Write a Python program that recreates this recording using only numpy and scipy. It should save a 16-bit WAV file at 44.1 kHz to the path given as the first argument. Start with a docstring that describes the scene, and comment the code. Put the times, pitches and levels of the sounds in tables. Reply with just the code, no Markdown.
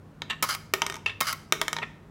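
"""A desktop toy in a quiet room, heard close up on one microphone over dull air and a low hum.
A steel ball taps a plastic dish, rattles through its hole and clatters onto two wire rails.
It whirs along them, flies off their end and bounces to rest in the dish, quicker and fainter.
About a second in, a second round starts at the hole. The room rings briefly after each hit."""
import sys
import numpy as np
from scipy import signal
from scipy.fft import rfft, irfft, next_fast_len
from scipy.io import wavfile

SR = 44100
rng = np.random.default_rng(int(sys.argv[2]) if len(sys.argv) > 2 else 0)


def log_audio(samples):
    """Write samples as a 16-bit WAV file to the path given in sys.argv[1]."""
    # one column per channel
    frames = np.atleast_2d(samples).T
    # limit to full scale, then quantise
    limited = np.clip(frames, -1, 1)
    pcm = np.round(limited * 32767).astype(np.int16)
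    wavfile.write(sys.argv[1], SR, pcm)


N = 92610


def undb(db):
    """Decibels to amplitude."""
    return 10 ** (np.asarray(db) / 20)


def unit(x):
    """Scale to energy 1."""
    return x / np.sqrt(np.sum(x ** 2) + 1e-18)


def clock():
    """Time of each sample in seconds."""
    return np.arange(N) / SR


def add(out, start_s, x):
    """Mix x into out from start_s on."""
    i = int(round(start_s * SR))
    out[i:i + len(x)] += x[:N - i]


def read(points, hz):
    """Read (Hz, value) points on a log-frequency axis."""
    freqs, values = np.array(points, float).T
    return np.interp(np.log(np.maximum(hz, 1)), np.log(freqs), values)


def through(x, response):
    """Drive a response with x, keeping the length of x."""
    return signal.fftconvolve(x, response)[:len(x)]


def shape(x, db_at):
    """Minimum-phase filter whose gain in dB is db_at(Hz)."""
    size = 8192
    gain = undb(db_at(np.linspace(0, SR / 2, size // 2 + 1)))
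    cepstrum = irfft(np.log(gain))
    cepstrum[1:size // 2] *= 2
    cepstrum[size // 2 + 1:] = 0
    return through(x, irfft(np.exp(rfft(cepstrum))))


def high_pass(x, hz):
    """Second-order low cut."""
    return signal.sosfilt(signal.butter(2, hz, "high", fs=SR, output="sos"), x)


def zone(hz, centre_hz, octaves=0.15):
    """Bell-shaped weight round a frequency."""
    return np.exp(-.5 * (np.log2((hz + 1) / centre_hz) / octaves) ** 2)


def contact(hz, cutoff_hz, db_per_octave=15):
    """Gain in dB of a contact: the softer it is, the more treble it loses."""
    power = db_per_octave / (10 * np.log10(2))
    return -10 * np.log10(1 + (hz / cutoff_hz) ** power)


def ring(modes, count=4096):
    """Response of damped modes to a tap, energy 1."""
    t = np.arange(count) / SR
    return unit(sum(undb(db - 60 * t / t60) * np.sin(2 * np.pi * hz * t) for hz, db, t60 in modes))


def burst(colour, decay, count=4096):
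    """Countless close modes as fading noise bands; colour is (Hz, dB) points, decay (Hz, t60 s)."""
    t, hz = np.arange(count) / SR, np.linspace(0, SR / 2, count // 2 + 1)
    noise, out = rfft(rng.standard_normal(count)), 0
    edges_hz = [0, 500, 1000, 1700, 2700, 4000, 6000, 8500, 12000, SR]
    for lo, hi in zip(edges_hz, edges_hz[1:]):
        band = (hz >= lo) & (hz < hi)
        fade = undb(-60 * t / read(decay, hz[band].mean()))
        out = out + unit(irfft(noise * band) * fade) * np.sqrt(band.mean())
    return unit(shape(out, lambda f: read(colour, f)))


def grains(per_s):
    """Random tiny collisions, rms 1."""
    hit = rng.random(N) < per_s / SR
    return unit(hit * rng.choice([-1, 1], N) * (.5 + rng.random(N))) * np.sqrt(N)


def background():
    """Room tone: dull air and a hum whose tones waver in level and phase."""
    # Spectrum of the air. Each row: frequency in Hz, relative level in dB.
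    air_colour = [(25, -21.5), (50, -2), (100, -2), (160, -2), (250, -5.5), (400, -10.5), (700, -17),
                  (1300, -19), (2500, -31.5), (5000, -39), (10000, -44.5), (15500, -47)]
    # Tones of the hum. Each row: frequency in Hz, rms level in dB.
    hum_tones = [(96.9, -57.5), (154.5, -53), (215.3, -60)]
    air_db, waver_depth, wavers_per_s = -51, 0.49, 13
    t = clock()
    air = shape(rng.standard_normal(N), lambda f: read(air_colour, f))
    out = undb(air_db) * np.sqrt(N) * unit(air)
    for hz, db in hum_tones:
        steps = rng.standard_normal((200, 2)) @ np.array([1, 1j])
        waver = 1 + waver_depth * np.interp(t * wavers_per_s, np.arange(len(steps)), steps)
        tone = np.real(waver * np.exp(2j * np.pi * hz * t))
        out += undb(db) * np.sqrt(N) * unit(tone)
    return out


def room(x):
    """Early scatter from the desk and a short tail; the reflections change as the ball moves."""
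    # Colour of the reflections. Each row: frequency in Hz, relative level in dB.
    colour = [(150, -6.3), (400, 1), (700, 1), (1200, 1), (2000, 2.5), (3500, 1), (7000, -0.1),
              (14000, -0.44)]
    # Decay of the tail. Each row: frequency in Hz, t60 in seconds.
    tail_decay = [(300, 1), (1200, .5), (3000, .5), (7000, 0.51), (14000, 0.33)]
    tail_db, tail_delay_s = -15.5, .008
    early_db, early_t60_s = -17, 0.11
    shift_s = .09  # each random pattern of reflections crossfades into the next
    t, out = clock(), np.zeros(N)
    for s in np.arange(0, t[-1], shift_s):
        weight = 1 - np.abs(t - s) / shift_s
        near = weight > 0
        part, start = x[near] * np.sin(np.pi / 2 * weight[near]), t[near][0]
        tail = undb(tail_db) * burst(colour, tail_decay, count=16384)
        early = undb(early_db) * burst(colour, [(1, early_t60_s)])
        add(out, start + tail_delay_s, signal.fftconvolve(part, tail))
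        add(out, start + tail_delay_s / 2, signal.fftconvolve(part, early))
    return out


def wires():
    """The rails' ring, a little different wherever the ball loads them."""
    # Modes of the rails. Each row: frequency in Hz, relative level in dB, t60 in seconds.
    modes = [(659, -17.5, 0.15), (966, -11, 0.12), (1103, 6, 0.075), (1200, -23.5, .045), (1281, 13, 0.049),
             (1362, -31, 0.052), (1670, -13, 0.049), (1887, -3.5, 0.089), (2123, 2, 0.091),
             (2333, -4.5, 0.02), (3113, 2.5, 0.035), (3790, -2, 0.058), (5275, 3.5, 0.034),
             (6060, -5.5, .025)]
    detune, scatter_db = .024, 2.5
    chance = rng.standard_normal((len(modes), 2))
    return ring([(hz * (1 + detune * a), db + scatter_db * b, t60)
                 for (hz, db, t60), (a, b) in zip(modes, chance)])


def rolling():
    """The ball runs lightly down the slope, then whirs as the bend presses it on the wires."""
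    # Runs along the rails. Each row: arrival at the bend and take-off in seconds, force in dB.
    rolls = [(0.488, 0.556, -28.5), (1.2694, 1.33, -29)]
    # Hiss of the ball's tiny collisions. Each row: frequency in Hz, relative level in dB.
    hiss_colour = [(200, -29), (600, -25), (1100, 14), (2500, -3), (4500, 4.5), (5700, 1.5), (7600, -2.5),
                   (11000, -4), (15500, -12.5)]
    slope_s, slope_db = .06, -12
    rise_s, hold_s, ease_db_per_s = 0.0014, 0.018, 194
    whir_db, hiss_db, hiss_t60_s = -4.5, 0.5, 0.0055
    t, whir, force = clock(), np.zeros(N), np.zeros(N)
    for bend_s, leave_s, db in rolls:
        approach_db = slope_db * np.clip((bend_s - t) / rise_s, 0, 1)
        ease_db = ease_db_per_s * np.maximum(t - bend_s - hold_s, 0)
        on_rails = (t > bend_s - slope_s) & (t < leave_s)
        force += undb(db + approach_db - ease_db) * on_rails
    hiss = through(force * grains(per_s=1800), burst(hiss_colour, [(1, hiss_t60_s)]))
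    bumps = force * grains(per_s=2900)
    step = int(.008 * SR)  # every 8 ms a new spot on the wires rings
    for bend_s, _, _ in rolls:
        for spot in range(17):
            i = int((bend_s - slope_s) * SR) + spot * step
            add(whir, i / SR, signal.fftconvolve(bumps[i:i + step], wires()))
    return undb(whir_db) * whir + undb(hiss_db) * hiss


def knocks():
    """The ball clatters as it lands on the wires and clips their end as it leaves."""
    # Knocks on the rails. Each row: start in seconds, relative level in dB, extra wire ring in dB.
    hits = [(.4252, 0, -3.5), (0.4285, 1, -4.5), (0.4331, -8, 4.5), (0.4386, -7.5, 8), (0.447, -14, 4),
            (.4912, -9.5, -12), (0.549, -9, -3.5), (1.2051, -3.5, -9), (1.208, -6, -0.5), (1.2099, 0, 3.5),
            (1.2156, -14, -18), (1.219, -15, 15.5), (1.229, -15, -6), (1.2722, -18, 0), (1.3277, -6.5, -2)]
    # Tick of the contact. 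Each row: frequency in Hz, relative level in dB.
    tick_colour = [(200, 2.5), (400, -4), (1100, -4.5), (1550, -1.5), (2250, 7.5), (2900, -4), (4000, -2.5),
                   (6000, -1.5), (8500, -5.5), (13000, -3.5), (15500, -4)]
    ring_db, tick_db, tick_t60_s = 0.5, 2.5, 0.02
    out = np.zeros(N)
    for s, db, extra_db in hits:
        add(out, s, undb(db + ring_db + extra_db) * wires())
        add(out, s, undb(db + tick_db) * burst(tick_colour, [(1, tick_t60_s)]))
    return out


def along_wire(x):
    """Lower bending waves travel more slowly, which smears each knock: the treble comes first."""
    lag_s = 0.001514  # the delay is lag_s * (sqrt(1000 / hz) - 1 / 4)
    size = next_fast_len(N + 4096)
    hz = np.fft.rfftfreq(size, 1 / SR)
    phase = 4 * np.pi * lag_s * (np.sqrt(1000 * hz) - hz / 8)
    return irfft(rfft(x, size) * np.exp(-1j * phase), size)[:N]


def hole_rattle():
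    """The ball chatters against the edge of the hole before it falls through."""
    # Spells of chatter. Each row: peak time in seconds, relative level in dB, rise and fall
    # time constants in seconds, contact cut-off in Hz, emphasised ring in Hz.
    rattles = [(0.3004, -22.5, 0.0011, 0.009, 6340, 3270), (0.31, -25, 0.0043, 0.0035, 4600, 3080),
               (.334, -31, 0.014, 0.0017, 3000, 1840), (1.06, -14, 0.00024, 0.0046, 5600, 2700),
               (1.075, -32, 0.0037, 0.02, 4500, 2700), (1.097, -32.5, 0.0045, 0.014, 4000, 2500),
               (1.821, -31.5, 0.0027, 0.0096, 2600, 1065), (1.831, -23.5, .004, 0.0053, 2280, 1870)]
    # Modes of the hole's edge. Each row: frequency in Hz, relative level in dB, t60 in seconds.
    modes = [(444, -10.5, 0.068), (985, -47.5, 0.023), (1091, -9, 0.11), (1372, -4.5, 0.035),
             (1287, -6, 0.031), (1833, 3.5, 0.044), (2427, -26.5, 0.016), (2644, 5, 0.034),
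             (3254, 4, 0.014), (3533, 10, 0.011)]
    # Grit of the contact. Each row: frequency in Hz, relative level in dB.
    grit_colour = [(300, -25.5), (600, -38), (1200, -9), (2700, 12.5), (3800, 1), (5000, -5.5),
                   (8000, -4.5), (14000, -12)]
    grit_db, grit_t60_s, emphasis_db = 1, 0.0039, 3
    t, out = clock(), 0
    for s, db, rise_s, fall_s, cutoff_hz, ring_hz in rattles:
        force = np.exp(-np.maximum((s - t) / rise_s, (t - s) / fall_s))
        edge = ring(modes) + undb(grit_db) * burst(grit_colour, [(1, grit_t60_s)])
        chatter = through(force * grains(per_s=2000), edge)
        chatter = shape(chatter, lambda f: contact(f, cutoff_hz) + emphasis_db * zone(f, ring_hz))
        out = out + undb(db) * unit(chatter) * np.linalg.norm(force)
    return out


def dish_bounces():
    """Each landing draws a crack from the dish, whose shell rings on; the spot struck colours it."""
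    # Landings. Each row: start in seconds, relative level in dB, contact cut-off in Hz,
    # gains in dB for the floor's boom, the wall's ring and the rim's ring, rim frequency in Hz.
    landings = [(0.2196, -12.5, 5370, 7, 3, 5.5, 3770), (0.7376, -0.5, 19100, 12, -2, 2, 2250),
                (0.819, -3.5, 9450, 5, 11.5, 10.5, 3070), (.8653, -9.5, 12800, 4.5, 7.5, -2, 3400),
                (0.8989, -12.5, 13000, 4, 1, 3.5, 3380), (0.9237, -18, 9900, -2, 9, -3, 3390),
                (0.9421, -18, 10000, 11, 5, 2, 3400), (.956, -21, 10000, -0.5, -26, -1, 3400),
                (.966, -25.5, 10000, 1, 18, -4, 3400), (1.5236, 1, 15000, 13, -4.5, 3.5, 3280),
                (1.615, -2.5, 15000, 4, 5, 1, 3920), (1.6811, -6, 11100, -6, -0.5, -1, 3600),
                (1.73, -8, 13200, 4.5, 1.5, 2.5, 3500), (1.7655, -11.5, 6000, 1, 11.5, 8.5, 4000),
                (1.7862, -13, 4040, 13.5, 13.5, 7.5, 3350)]
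    # Main modes of the dish. Each row: frequency in Hz, relative level in dB, t60 in seconds.
    modes = [(313, -15.5, 0.24), (396, -14, 0.063), (554, -17, 0.083), (653.4, -17, 0.15),
             (939.8, -5, 0.068), (1251, 2, 0.057), (1460, -3.5, 0.022), (1846, 0.5, 0.058),
             (2232, 7, 0.021), (3126, 2.5, 0.025), (3660, 2, 0.022), (5163, 4, 0.0089), (5690, 1, .013),
             (7190, -5.5, 0.026)]
    # The crack, a crowd of short modes, and the shell's faint after-ring.
    # Each row: frequency in Hz, relative level in dB.
    crack_colour = [(200, -21), (390, -7.5), (500, -13.5), (640, 3), (780, -13), (1300, 4.5), (2300, 1),
                    (2800, -3), (3600, 1), (4450, -6.5), (5200, -4.5), (6200, -0.5), (7400, -7),
                    (8700, -7.5), (10200, -15.5), (11300, -7), (13500, -10.5), (15500, -13)]
    shell_colour = [(200, -8), (380, 5.5), (490, 0.5), (750, -4), (1000, 3), (2200, -4.5), (2800, -15),
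                    (3700, -2), (4500, -8), (6200, -9.5), (9000, -15), (14000, -14.5)]
    # Their decays. Each row: frequency in Hz, t60 in seconds.
    crack_decay = [(500, .035), (2000, 0.014), (6000, 0.011), (14000, 0.0064)]
    shell_decay = [(400, 0.35), (1000, 0.22), (4000, 0.13), (12000, 0.099)]
    body_db, crack_db, shell_db = 3, 6, -6.5
    floor_hz, wall_hz = 410, 935
    out = np.zeros(N)
    body = undb(body_db) * ring(modes, count=8192)
    for s, db, cutoff_hz, floor_db, wall_db, rim_db, rim_hz in landings:
        def spot_db(f):
            return (contact(f, cutoff_hz) + floor_db * zone(f, floor_hz)
                    + wall_db * zone(f, wall_hz) + rim_db * zone(f, rim_hz))
        crack = undb(crack_db) * burst(crack_colour, crack_decay, count=8192)
        shell = undb(shell_db) * burst(shell_colour, shell_decay, count=8192)
        add(out, s, undb(db) * shape(body + crack + shell, spot_db))
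    return out


def scene():
    """At the microphone, in mono: the toy direct, its reflections and the room tone."""
    # Rolling and light chatter stir few low modes, and the small toy radiates little bass.
    rails = along_wire(knocks()) + high_pass(rolling(), hz=660)
    dish = dish_bounces() + high_pass(hole_rattle(), hz=513)
    toy = high_pass(dish + rails, hz=248)
    return (toy + room(toy) + background())[None]


def record(dry):
    """The recorder cuts the top steeply."""
    top_hz = 15800
    return signal.sosfilt(signal.ellip(8, .2, 70, top_hz, fs=SR, output="sos"), dry)


dry = scene()
out = record(dry)
log_audio(out)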